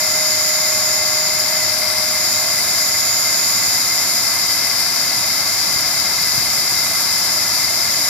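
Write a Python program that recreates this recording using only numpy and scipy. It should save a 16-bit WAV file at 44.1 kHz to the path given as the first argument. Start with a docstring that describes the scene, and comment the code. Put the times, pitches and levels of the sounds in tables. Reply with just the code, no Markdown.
"""First comes the steady roar and whine of a canister vacuum cleaner, close by in a carpeted room.
Air rushes through its body and hisses out of the vents.
The fan's eleven blades whine over the tone of the spinning shaft and a low electric hum.
The tones slowly swell and fade.
Near six seconds, fingers give the hand-held recorder a few soft bumps."""
import sys
import numpy as np
from scipy import signal
from scipy.fft import rfft, irfft, next_fast_len
from scipy.io import wavfile
from scipy.ndimage import map_coordinates

SR = 44100
rng = np.random.default_rng(int(sys.argv[2]) if len(sys.argv) > 2 else 0)


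def materialize(psi):
    """Save the field psi as 16-bit PCM at rate SR to the path in sys.argv[1].

    A 1-D psi becomes a single channel; in a 2-D psi each row is a channel.
    """
    bounded = np.clip(np.atleast_2d(psi).T, -1, 1)
    quanta = np.round(bounded * 32767).astype(np.int16)
    wavfile.write(sys.argv[1], SR, quanta)


N = 356769
TIME = np.arange(N) / SR  # seconds


def amp(db):
    """Turn decibels into a number to multiply by."""
    return 10 ** (np.asarray(db) / 20)


def over_pitch(table, hz):
    """Read a table's columns at the given frequencies, on a logarithmic scale."""
    table_hz, *columns = np.transpose(table)
    return np.array([np.interp(np.log(hz + 1), np.log(table_hz + 1), column) for column in columns])


def over_time(table):
    """Join a table's (time, value) points with straight lines, one value per sample."""
    times, values = np.transpose(table)
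    return np.interp(TIME, times, values)


def wobble(rate):
    """A smooth random curve through `rate` points a second."""
    points = rng.standard_normal(int(N * rate / SR) + 4)
    return map_coordinates(points, [TIME * rate])


def filtered(x, response):
    """Multiply each frequency in x by response(hz)."""
    size = next_fast_len(N + SR // 2)
    hz = np.fft.rfftfreq(size, 1 / SR)
    return irfft(rfft(x, size) * response(hz), size)[..., :N]


def tone(turns):
    """A pure tone of average power 1, one wave per turn."""
    return np.sqrt(2) * np.sin(2 * np.pi * turns)


# How alike the air sounds on the left and right: f/Hz, likeness/0-1
LIKENESS = [(30, 0.4), (100, 0.74), (330, 0.94), (470, 0.4), (650, 0.97), (1500, 0.67), (1850, 0.33),
            (2080, 0.87), (2900, 0.14), (3800, 0.47), (5200, 0.6), (6200, 0), (14000, 0.26)]
# How far the left wave runs ahead of the right: f/Hz, lead/radians
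LEFT_LEAD = [(100, 0), (1000, 0.5), (1400, 0.5), (2700, -0.5), (4700, 1.96), (5400, 1.7), (6300, -4.5),
             (7500, -0.1), (10500, 1.4), (13000, 2.5)]

def turbulence():
    """Swirling air makes noise at every pitch, partly alike on the two sides."""
    common, apart = rng.standard_normal((2, N)) * np.sqrt(SR / 2)  # 0 dB per Hz
    sides = np.array([[1], [-1]])
    spread = lambda hz: np.arccos(np.clip(over_pitch(LIKENESS, hz), 0, 1)) / 2
    lead = lambda hz: np.exp(.5j * sides * over_pitch(LEFT_LEAD, hz))
    shared = filtered(common, lambda hz: np.cos(spread(hz)) * lead(hz))
    opposed = sides * filtered(apart, lambda hz: np.sin(spread(hz)) * lead(hz))
    return shared + opposed


# Air rushing through the body: f/Hz, left base level/dB per Hz, right base level/dB per Hz
BODY_ROAR = [(20, -95, -93), (50, -77, -84), (88, -63.5, -64), (180, -64, -64), (326, -67, -64.5),
             (484, -68.5, -69.5), (658, -59.5, -59), (860, -62.5, -62), (1390, -61.5, -62.5),
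             (1766, -58.5, -63.5), (1890, -64, -66), (2530, -61.5, -64.0), (2864, -69.5, -78.5),
             (3390, -65, -65)]
# Vent jets, aimed unevenly: f/Hz, left base level/dB per Hz, right base level/dB per Hz
VENT_HISS = [(4155, -58, -64), (4700, -47.5, -65), (5130, -45.5, -65.5), (5480, -50, -63),
             (6670, -64, -61.5), (7660, -70, -61.5), (9000, -72, -64.5), (10370, -70.5, -58.5),
             (11600, -86.5, -57), (12400, -69.5, -59.5), (13600, -65.5, -59.5), (14500, -67, -66.5)]
# Pitches the body and duct boost or weaken: f/Hz, half width/Hz, left boost/dB, right boost/dB
RESONANCES = [(248, 17, -1.5, -2), (462, 22, -4, -8), (535, 17, -3.5, -4), (655, 14, -0.5, 2),
              (784, 16, -1.5, -4.5), (1126, 26, 3.5, 4.5), (1335, 45, 5, -1), (2013, 20, 6.5, 5.5),
              (2087, 95, 13, 13.5), (2890, 110, 1.5, 2.5), (3086, 30, 8, 8.5), (3435, 40, -11, -5),
              (3846, 74, 5, 4.5), (4625, 36, 4, 8), (4930, 69, -1.5, -6), (5000, 70, 2, 2),
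              (5980, 71, -6.5, -4), (6040, 81, 6.5, -5), (6330, 110, -5, -5)]

def housing():
    """Swirling air makes the hollow body and its duct ring at some pitches more than others."""
    boost_db = lambda hz: sum(np.array([[left], [right]]) * np.exp(-((hz - centre) / width) ** 2)
                              for centre, width, left, right in RESONANCES)
    spectrum = list(BODY_ROAR) + list(VENT_HISS)
    return filtered(turbulence(), lambda hz: amp(over_pitch(spectrum, hz) + boost_db(hz)))


def room(x, fade_s=0.13, echo_db=-16, absorb_hz=5000):
    """The carpeted room adds a short, dull echo."""
    t = np.arange(SR // 4) / SR
    tail = rng.standard_normal((2, len(t))) * amp(-60 * t / fade_s)
    tail = tail / np.linalg.norm(tail[0])
    echo = signal.fftconvolve(x, tail, axes=1)[:, :N]
    dull_echo = filtered(echo, lambda hz: 1 / (1 + (hz / absorb_hz) ** 4))
    return (x + amp(echo_db) * dull_echo) / np.hypot(1, amp(echo_db))


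# How the vent hiss rises and dips as air escapes more or less freely: t/s, level change/dB
HISS_CHANGE = [(0, 0.5), (0.6, 0.5), (1.2, -0.5), (1.9, 0), (2.6, 1.6), (4.2, 1.1), (4.8, 0), (6.05, -0.2),
               (6.45, 1.0), (8.09, 0.7)]

def air(rumble_hz=330, jet_hz=3600, vent_hz=6500, hoot_hz=2080, hoot_width_hz=170):
    """Rushing air: a steady roar, with a rumble, duct hoot, exhaust jet and vent hiss that drift."""
    rush = room(housing())
    below = lambda edge_hz: filtered(rush, lambda hz: 1 / (1 + (hz / edge_hz) ** 10))
    rumble = below(rumble_hz)
    hiss = rush - below(vent_hz)
    jet = rush - below(jet_hz) - hiss
    hoot = filtered(rush, lambda hz: np.exp(-((hz - hoot_hz) / hoot_width_hz) ** 2))
    roar = rush - rumble - hoot - jet - hiss
    settled = 1 - np.exp(-TIME / 2.3)  # rumble and jet creep up, then level off
    rumble_db = -2 + 2.5 * settled
    hoot_db = 0.14 - 0.14 * TIME + 0.5 * wobble(16)  # flutters and slowly eases off
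    jet_db = -0.8 + 0.9 * settled + 0.32 * wobble(40)
    hiss_db = over_time(HISS_CHANGE) + 0.72 * wobble(45)
    return roar + rumble * amp(rumble_db) + hoot * amp(hoot_db) + jet * amp(jet_db) + hiss * amp(hiss_db)


# The blade whine, which beams at the right side: t/s, level/dB
RIGHT_WHINE = [(0, -20.5), (0.55, -19), (1.68, -22), (1.87, -29), (2.3, -20), (2.54, -22.5), (2.95, -20),
               (3.35, -19), (4.9, -26), (5.1, -24.5), (7.8, -24), (8.09, -23.3)]

def fan(turns, blades=11, jitter_cycles=0.013, right_lag_cycles=0.43, shimmer_db=0.78):
    """Each passing blade chops the air: a whine and its octave, shaken a little by the flow."""
    passes = blades * turns + jitter_cycles * wobble(40) - np.array([[0], [right_lag_cycles]])
    left_db = -37.5 + 2.5 * wobble(4.9)  # the left side gets only wandering reflections
    shimmer = shimmer_db * np.array([wobble(30), wobble(30)])
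    level = amp(np.array([left_db, over_time(RIGHT_WHINE)]) + shimmer)
    octave_db = np.array([[-17], [-21]]) + 2 * wobble(6)  # left and right, compared with the whine
    return level * (tone(passes) + amp(octave_db) * tone(2 * passes))


# The tone of the slightly off-balance rotor: t/s, level/dB
SHAFT_LEVEL = [(0, -32), (2.0, -34), (5.3, -61), (8.09, -43.5)]
# The motor's magnetic hum: f/Hz, level/dB
COIL_HUM = [(100, -49.5), (200, -53), (300, -56.5)]

def motor(turns, waver_db=0.5):
    """The rotor shakes the case once a turn, and mains current makes the coils hum."""
    shaft = amp(over_time(SHAFT_LEVEL) + waver_db * wobble(10.13)) * tone(turns)
    hum = sum(amp(db + waver_db * wobble(4.1)) * tone(hz * TIME + rng.random()) for hz, db in COIL_HUM)
    return shaft + hum


# Soft finger bumps on the recorder: t/s, peak level on the right/dB
FINGER_BUMPS = [(5.759, -21), (5.940, -25), (6.270, -26), (6.335, -29), (6.378, -16), (6.440, -26),
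                (6.580, -29), (6.720, -27)]

def handling(thud_hz=185, settle_hz=100, sag_s=0.0068, rise_s=0.0042,
             rustle_hz=60, grip_db=-65, slip_offset_db=-22.5, slip_s=0.097):
    """Fingers bump the recorder: dull thuds that drop in pitch, each in a rustle of slipping grip."""
    rustle = filtered(rng.standard_normal(N),
                      lambda hz: (hz / rustle_hz) ** 2 / (1 + (hz / rustle_hz) ** 5))
    rustle /= np.sqrt(np.mean(rustle ** 2))
    slip_power = sum(amp(db + slip_offset_db) ** 2 * np.exp(-((TIME - start) / slip_s) ** 2)
                     for start, db in FINGER_BUMPS)
    sound = np.sqrt(amp(grip_db) ** 2 + slip_power) * rustle  # even a resting grip rustles faintly
    for start, db in FINGER_BUMPS:
        age = np.maximum(TIME - start, 0)
        cycles = settle_hz * age + (thud_hz - settle_hz) * sag_s * (1 - np.exp(-age / sag_s))
        swell = (age / rise_s * np.exp(1 - age / rise_s)) ** 2
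        sound -= amp(db) * swell * np.sin(2 * np.pi * cycles)
    return amp([[-17], [0]]) * sound  # the fingers are beside the right microphone


# How many times a second the motor's shaft turns: t/s, f/Hz
SHAFT_SPEED = [(0, 617.29), (3.1, 617.73), (8.09, 615.36)]

def scene():
    """One shaft drives the fan and rotor tones; air rushes around them and fingers add bumps."""
    turns = np.cumsum(over_time(SHAFT_SPEED)) / SR
    return air() + fan(turns) + motor(turns) + handling()


def record(dry, top_hz=14560, edge_hz=120):
    """The recorder cuts off the very highest pitches."""
    return filtered(dry, lambda hz: np.clip((top_hz - hz) / edge_hz + .5, 0, 1))


dry = scene()
out = record(dry)
materialize(out)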